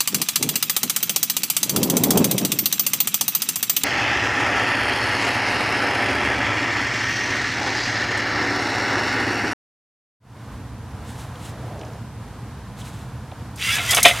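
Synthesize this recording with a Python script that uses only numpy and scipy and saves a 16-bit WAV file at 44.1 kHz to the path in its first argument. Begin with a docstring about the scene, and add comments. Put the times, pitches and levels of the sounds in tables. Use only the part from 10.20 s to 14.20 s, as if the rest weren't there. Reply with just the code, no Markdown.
"""Sprung steel jaws on a patio

A steel sculpture waits over a low outdoor rumble and a few faint scuffs and ticks.
Tripped, its gears run with a rising rasp, sliding steel squeals, links chink and loose plates ping.
The jaws slam and rattle, ringing shells and frame; a stone wall answers.
The sound fades in and clips on the slam."""
import sys
import numpy as np
from scipy import signal
from scipy.fft import rfft, irfft, next_fast_len
from scipy.io import wavfile
from scipy.ndimage import map_coordinates

SR = 44100
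rng = np.random.default_rng(int(sys.argv[2]) if len(sys.argv) > 2 else 0)


def wav_out(sig):
    """Save sig, one row per channel (or a flat mono array), as 16-bit PCM at SR to the path in sys.argv[1]."""
    wavfile.write(sys.argv[1], SR, np.round(np.clip(np.atleast_2d(sig).T, -1, 1) * 32767).astype(np.int16))


N = 176400

# background and stirring noise spectra (frequency [Hz], level [dB])
RUMBLE_SPECTRUM = [(13, -63), (22, -28), (27, -30), (40, -19.5), (55, -3.5), (113, 0.5), (129, -0.5),
                   (161, -9.5), (182, -6), (232, -10), (318, -16), (346, -26), (400, -21.5), (520, -46),
                   (880, -120)]
AIR_SPECTRUM = [(180, -21), (300, -3), (404, -9), (454, -1), (582, -7.5), (643, -4.5), (1020, -3),
                (1110, -6), (1600, -9.5), (2270, -16), (8700, -27.5), (11300, -29), (15800, -42)]
SCUFF_SPECTRUM = [(1000, 0), (3000, 1), (3900, 2), (4600, -4), (8000, -1.5), (12000, -9), (15500, -19)]
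SHUFFLE_SPECTRUM = [(200, -2), (440, 4), (680, 5), (950, -4), (1400, -42)]
# faint scuffs (peak time [s], level [dB], rise [s], fall [s])
SCUFF_EVENTS = [(.89, -45.5, 0.025, 0.047), (1.01, -45.5, 0.031, 0.035), (1.265, -44, 0.052, 0.036),
                (2.6, -43, 0.015, 0.019), (2.675, -48, 0.032, .022), (2.76, -51, 0.069, 0.082)]
# small ticks (time [s], level [dB], centre [Hz])
TICK_EVENTS = [(1.154, -36, 3260), (1.592, -41, 5500), (1.611, -42, 5500), (1.613, -37, 2700),
               (1.632, -36, 2300), (1.649, -42, 5500), (1.668, -42, 2780), (1.682, -46, 5500),
               (1.7013, -48, 2900), (1.733, -45, 5500), (1.755, -34, 620), (2.615, -34, 2980),
               (3.116, -39, 3000), (3.121, -26, 650)]
# plate taps (time [s], level [dB], pitch [Hz], t60 [s])
PING_EVENTS = [(3.6015, -18.5, 2110, 0.058), (3.733, -14, 3395, 0.081), (3.812, -24, 2100, 0.045),
               (3.822, -15, 2143, 0.03), (3.9028, -6, 3300, 0.012), (3.9105, -12.5, 2050, 0.067),
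               (3.993, -18.5, 2080, 0.033)]
# link and tooth contacts (time [s], level [dB], t60 [s])
CHINK_EVENTS = [(3.359, -36.5, 0.046), (3.553, -23.5, 0.065), (3.571, -30, 0.053), (3.708, -13, 0.12),
                (3.7465, -12, 0.048), (3.764, -18.5, 0.053), (3.7778, -15, 0.022), (3.8005, -24, 0.058),
                (3.829, -5.5, 0.048), (3.835, -24, 0.051), (3.857, -19.5, 0.18), (3.88, -19.5, 0.077)]
# steel sliding on steel (peak time [s], half length [s], pitch [Hz], level [dB])
SQUEAL_EVENTS = [(3.445, .02, 2740, -26), (3.45, .02, 2010, -30), (3.465, .03, 4830, -33),
                 (3.49, .014, 2090, -24), (3.497, .016, 2800, -21), (3.5, .015, 1350, -32),
                 (3.52, .018, 2270, -24), (3.53, .018, 5030, -30), (3.535, .022, 3430, -26),
                 (3.555, .02, 1680, -25), (3.64, .035, 1400, -32), (3.705, .017, 2010, -21),
                 (3.705, .013, 3240, -21), (3.715, .01, 4950, -25), (3.74, .012, 2260, -23)]
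# gear envelopes (time [s], rasp [dB], fizz [dB], grind [dB])
GEAR_LEVELS = [(3.355, -84, -55, -70), (3.38, -40, -44.5, -63), (3.42, -23, -34, -63),
               (3.47, -23, -28.5, -41), (3.495, -21, -29, -41), (3.555, -21.5, -27.5, -39),
               (3.594, -23.5, -37.5, -29), (3.615, -27, -34, -38), (3.68, -25, -30, -35),
               (3.70, -23, -24.5, -36), (3.742, -17.5, -36, -21.5), (3.76, -31, -25, -39),
               (3.789, -21, -28, -17.5), (3.82, -31.5, -36, -56), (3.889, -13.5, -32.5, -32),
               (3.93, -29.5, -33.5, -35), (4.0, -26.5, -34.5, -33.5)]
# blows on the shells (time [s], ring [dB], thud [dB], contact t60 [s])
BLOW_EVENTS = [(3.583, -20, -27.5, 0.06), (3.593, -23.5, -25.5, 0.053), (3.731, -21, -22.5, .05),
               (3.7692, -11.5, -14.5, 0.057), (3.784, -15.5, -25, 0.031), (3.846, -13, -15.5, 0.027),
               (3.8503, 0, -11.5, 0.044), (3.8535, 2, 1.5, 0.042), (3.8625, -12, -36, 0.04),
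               (3.877, -15, -26, 0.087), (3.8915, -21, -28, .05), (3.9105, -18, -18, 0.024)]
# contact noise spectra of links, gears and jaws (frequency [Hz], level [dB])
CHINK_SPECTRUM = [(2000, -35), (3500, -4.5), (4500, -2.5), (8500, 2), (12000, -4.5), (15500, -14)]
RASP_SPECTRUM = [(700, -35), (1300, -6.5), (2100, 1), (2800, 1.5), (3600, 0), (4200, -8), (6000, -40),
                 (12000, -60)]
FIZZ_SPECTRUM = [(2500, -26), (4500, 3.5), (5200, 3), (6500, 1), (9000, 2.5), (10000, -6), (11700, 0),
                 (13500, -8.5), (15800, -10)]
GRIND_SPECTRUM = [(200, -36), (400, -9), (650, -4), (900, -4.5), (1300, 0.5), (2000, -6), (5000, -62)]
CRASH_SPECTRUM = [(900, -43), (1600, -5), (2300, 13.5), (3200, 0.5), (3900, 3), (4500, -12), (8000, -17),
                  (15000, -39)]
THUD_SPECTRUM = [(40, -18), (120, 0), (300, 1), (430, 4.5), (700, 3), (1200, -11.5), (1600, 0.5),
                 (2500, -12), (6000, -60)]
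# resonances of the steel parts (frequency [Hz], bandwidth [Hz], level [dB])
LINK_MODES = [(4500, 220, -2), (5190, 48, 8.5), (6380, 110, 5.5), (7200, 220, -2), (8270, 130, 2),
              (9800, 160, 2), (11240, 130, 3), (12640, 110, 1)]
WHEEL_MODES = [(4800, 36, -1), (5230, 46, -8.5), (5670, 71, -6), (5950, 34, -5.5), (6130, 80, -4.5),
               (6820, 170, -9), (7290, 48, -5), (8400, 77, -7), (9100, 50, -4.5), (10600, 67, -6.5),
               (11000, 32, -21), (12000, 44, -17)]
SHELL_MODES = [(1880, 32, -5), (2020, 30, -5), (2172, 32, 0), (2312, 30, -1), (2605, 30, 2), (2780, 40, -9),
               (3020, 32, -1), (3190, 35, -7), (3290, 35, -6), (3428, 35, -2), (3540, 32, -4),
               (3820, 55, -4), (3980, 40, -8)]
FRAME_MODES = [(553, 18, -6), (840, 40, -7), (1022, 26, -5), (1150, 50, -8), (1320, 35, -9),
               (1410, 30, -12)]
# stereo width (frequency [Hz], side gain [dB])
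PATIO_WIDTH = [(60, -31), (120, -24), (240, -25.5), (480, -16.5), (950, -40.5), (1890, -27.5), (3770, -7.5),
               (7520, -3), (15000, 1.5)]
MACHINE_WIDTH = [(60, -19), (120, -23), (240, -20), (480, -13.5), (950, -31), (1890, -18), (3770, -32.5),
                 (7520, -16.5), (15000, -3)]

RUMBLE_DB, AIR_DB, AIR_SWAY_DB = -35.5, -43, -1.3
HUM_HZ, HUM_WIDTH_HZ, HUM_DB = 117.6, 7.5, -42.5
WALL_DB, WALL_T60_S, WALL_DELAY_S = -17.5, 0.25, 0.01
SHUFFLE_S, SHUFFLE_DB = 1.628, -39
TICK_T60_S, TICK_WIDTH_OCT = 0.025, 0.4
LINK_RING_DB, CHINK_NOISE_DB = -4.5, -2
SQUEAL_DB, SQUEAL_FLUTTER_DB, SQUEAL_OCT_PER_S, SQUEAL_JITTER = -1, 2.5, 1.3, 0.005
CONTACTS_PER_S, TOOTH_HZ, TOOTH_JITTER, TOOTH_DEPTH_DB = 12000, 85, 0.205, 2
RASP_RING_DB, RASP_NOISE_DB, WHEEL_DB, FIZZ_DB = -8.5, -5, -4.5, -3
BLOW_ATTACK_S, KICK_TO_CHATTER = 0.00038, 1.7
SHELL_DB, CRASH_DB, FRAME_DB, THUD_DB = -2, -3.5, -8.5, -8.5
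CLANG_HZ, CLANG_DB, CLANG_T60_S = 699.5, -3, 0.094
THUMP_S, THUMP_HZ, THUMP_DB, THUMP_T60_S = 3.853, 210, -8.5, 0.022
FADE_S, CLIP_LEVEL, TOP_HZ = 0.33, 0.92, 15900
TIME_S = np.arange(N) / SR


def amp(db):
    """Decibels to gain."""
    return 10 ** (np.asarray(db) / 20)


def unit(x):
    """Scale to rms 1."""
    return x / np.sqrt(np.mean(x ** 2) + 1e-20)


def gain_at(spectrum, hz):
    """Gain from (Hz, dB) points on a log frequency axis."""
    points_hz, db = np.transpose(spectrum)
    return amp(np.interp(np.log(hz + 1), np.log(points_hz + 1), db))


def filtered(x, response):
    """Apply a frequency response."""
    size = next_fast_len(N + SR // 2)
    return irfft(rfft(x, size) * response(np.fft.rfftfreq(size, 1 / SR)), size)[..., :N]


def coloured(x, spectrum):
    """Shape x, rolling off below the first point; rms 1."""
    return unit(filtered(x, lambda f: gain_at(spectrum, f) * np.minimum(1, f / spectrum[0][0]) ** 2))


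def noise(spectrum):
    """Coloured noise, rms 1."""
    return coloured(rng.standard_normal(N), spectrum)


def noise_band(detune):
    """Noise band, rms 1; detune(f) counts half widths from its centre."""
    return unit(filtered(rng.standard_normal(N), lambda f: 1 / (1 + detune(f) ** 4)))


def resonate(x, modes):
    """Parallel modes of alternating sign; white noise keeps its power."""
    def body(f):
        response = sum((-1) ** k * amp(db) * 1j * f * width / (hz * hz - f * f + 1j * f * width)
                       for k, (hz, width, db) in enumerate(modes))
        return unit(abs(response)) * np.exp(1j * np.angle(response))
    return filtered(x, body)


def wobble(rate_hz):
    """Smooth random curve."""
    knots = rng.standard_normal(int(N * rate_hz / SR) + 4)
    return map_coordinates(knots, [TIME_S * rate_hz])


def strike(start_s, t60_s, attack_s):
    """Contact envelope: fast rise, exponential decay."""
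    age_s = np.maximum(TIME_S - start_s, 0)
    return (1 - np.exp(-age_s / attack_s)) * np.exp(-np.minimum(np.log(1000) * age_s / t60_s, 60))


def swell(peak_s, rise_s, fall_s):
    """Two-sided Gaussian envelope."""
    t = TIME_S - peak_s
    return np.exp(-np.minimum(0.5 * (t / np.where(t < 0, rise_s, fall_s)) ** 2, 60))


def contacts():
    """Dense tiny impacts of steel on steel."""
    return rng.standard_normal(N) * (rng.random(N) < CONTACTS_PER_S / SR)


def spread(mid, scatter, width, lean_db):
    """Mid/side stereo; the side is separate scatter, strongest in the treble."""
    side = filtered(scatter, lambda f: gain_at(width, f))
    return np.array([mid + side, mid - side]) * amp([[-lean_db], [lean_db]])


def outdoors():
    """Distant rumble, wavering hum and soft airy noise."""
    hum = amp(HUM_DB) * noise_band(lambda f: (f - HUM_HZ) / HUM_WIDTH_HZ)
    rumble = amp(RUMBLE_DB) * noise(RUMBLE_SPECTRUM)
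    air = amp(AIR_DB + AIR_SWAY_DB * wobble(6.8)) * noise(AIR_SPECTRUM)
    return rumble + hum + air


def stirrings():
    """Faint scuffs, a dull shuffle and small ticks during the wait."""
    humps = sum(amp(db) * swell(s, rise_s, fall_s) for s, db, rise_s, fall_s in SCUFF_EVENTS)
    out = noise(SCUFF_SPECTRUM) * amp(1.8 * wobble(70)) * humps
    shuffle = noise(SHUFFLE_SPECTRUM) * amp(SHUFFLE_DB + wobble(50.7))
    out += shuffle * swell(SHUFFLE_S, rise_s=0.21, fall_s=0.082)
    for s, db, hz in TICK_EVENTS:
        band = noise_band(lambda f: np.log2((f + 1) / hz) / TICK_WIDTH_OCT)
        out += amp(db) * band * strike(s, TICK_T60_S, attack_s=0.0006)
    return out


def wall(x):
    """Short scattered reflection off the stone wall."""
    t = np.arange(SR // 2) / SR
    tail = rng.standard_normal(len(t)) * amp(-60 * t / WALL_T60_S) * (t > WALL_DELAY_S)
    return amp(WALL_DB) * signal.fftconvolve(x, tail / np.linalg.norm(tail))[:N]


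def plates():
    """Loose plates tap, each ringing briefly on one note."""
    out = np.zeros(N)
    for s, db, hz, t60_s in PING_EVENTS:
        tone = np.sin(2 * np.pi * hz * (TIME_S - s) + 0.3 * wobble(500))
        out += amp(db) * strike(s, t60_s, attack_s=0.00041) * tone
    return out


def links():
    """Small steel parts collide and ring brightly."""
    force = sum(amp(db) * strike(s, t60_s, attack_s=0.00074) for s, db, t60_s in CHINK_EVENTS)
    ring = amp(LINK_RING_DB) * resonate(force * unit(contacts()), LINK_MODES)
    return ring + amp(CHINK_NOISE_DB) * force * noise(CHINK_SPECTRUM)


def squeals():
    """Sliding steel catches and sings in short rising notes."""
    out = np.zeros(N)
    for s, half_s, hz, db in SQUEAL_EVENTS:
        pitch_hz = hz * 2 ** (SQUEAL_OCT_PER_S * (TIME_S - s)) * (1 + SQUEAL_JITTER * wobble(250))
        envelope = amp(SQUEAL_DB + db + SQUEAL_FLUTTER_DB * wobble(200)) * swell(s, half_s, half_s)
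        out += envelope * np.sin(2 * np.pi * np.cumsum(pitch_hz) / SR)
    return out


def gears():
    """Teeth rasp, fizz and grind, ringing the shells and wheels."""
    times_s, *levels_db = np.transpose(GEAR_LEVELS)
    rasp_gain, fizz_gain, grind_gain = [amp(np.interp(TIME_S, times_s, db, left=-120))
                                        for db in levels_db]
    tooth_hz = TOOTH_HZ * (1 + TOOTH_JITTER * wobble(28))
    teeth = amp(TOOTH_DEPTH_DB * np.sin(2 * np.pi * np.cumsum(tooth_hz) / SR))
    shells = amp(RASP_RING_DB) * unit(resonate(contacts(), SHELL_MODES))
    rasp = amp(RASP_NOISE_DB) * teeth * coloured(contacts(), RASP_SPECTRUM)
    wheels = amp(WHEEL_DB) * unit(resonate(teeth * contacts(), WHEEL_MODES))
    fizz = amp(FIZZ_DB) * teeth * coloured(contacts(), FIZZ_SPECTRUM)
    grind = coloured(contacts(), GRIND_SPECTRUM)
    return rasp_gain * (shells + rasp) + fizz_gain * (wheels + fizz) + grind_gain * grind


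def clang():
    """The frame's dominant mode; blows add in power."""
    decays = [amp(CLANG_DB + thud_db) * strike(s, CLANG_T60_S, BLOW_ATTACK_S)
              for s, _, thud_db, _ in BLOW_EVENTS]
    return np.linalg.norm(decays, axis=0) * np.sin(2 * np.pi * CLANG_HZ * TIME_S + 0.38 * wobble(200))


def thump():
    """The slam thumps the base: one low damped tone."""
    envelope = amp(THUMP_DB) * strike(THUMP_S, THUMP_T60_S, BLOW_ATTACK_S)
    return envelope * np.sin(2 * np.pi * THUMP_HZ * (TIME_S - THUMP_S))


def jaws():
    """Each blow is a hard kick and a short chatter that ring shells and frame."""
    chatter, kicks = np.zeros((2, N)), np.zeros((2, N))  # rows: ring, thud
    for s, ring_db, thud_db, t60_s in BLOW_EVENTS:
        force = strike(s, t60_s, BLOW_ATTACK_S)
        gains = amp([ring_db, thud_db])
        chatter += gains[:, None] * force
        kicks[:, round(s * SR)] += gains * KICK_TO_CHATTER * np.linalg.norm(force)
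    shell_drive, frame_drive = (kicks + chatter * unit(contacts())) / np.hypot(1, KICK_TO_CHATTER)
    shells = amp(SHELL_DB) * resonate(shell_drive, SHELL_MODES)
    frame = amp(FRAME_DB) * resonate(frame_drive, FRAME_MODES) + clang()
    crash = amp(CRASH_DB) * chatter[0] * noise(CRASH_SPECTRUM)
    thud = amp(THUD_DB) * chatter[1] * noise(THUD_SPECTRUM)
    return shells + frame + crash + thud + thump()


def scene():
    """Sculpture and wall reflection over the quiet patio, in stereo."""
    machine = gears() + squeals() + jaws() + links() + plates()
    sculpture = spread(machine + wall(machine), gears() + jaws() + links(), MACHINE_WIDTH, lean_db=0.28)
    patio = spread(stirrings() + outdoors(), outdoors(), PATIO_WIDTH, lean_db=0.35)
    return sculpture + patio


def record(dry):
    """Fade in, overload on the slam, band limit."""
    faded = dry * np.minimum(TIME_S / FADE_S, 1)
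    return filtered(np.clip(faded, -CLIP_LEVEL, CLIP_LEVEL), lambda f: f < TOP_HZ)


dry = scene()
out = record(dry)
wav_out(out)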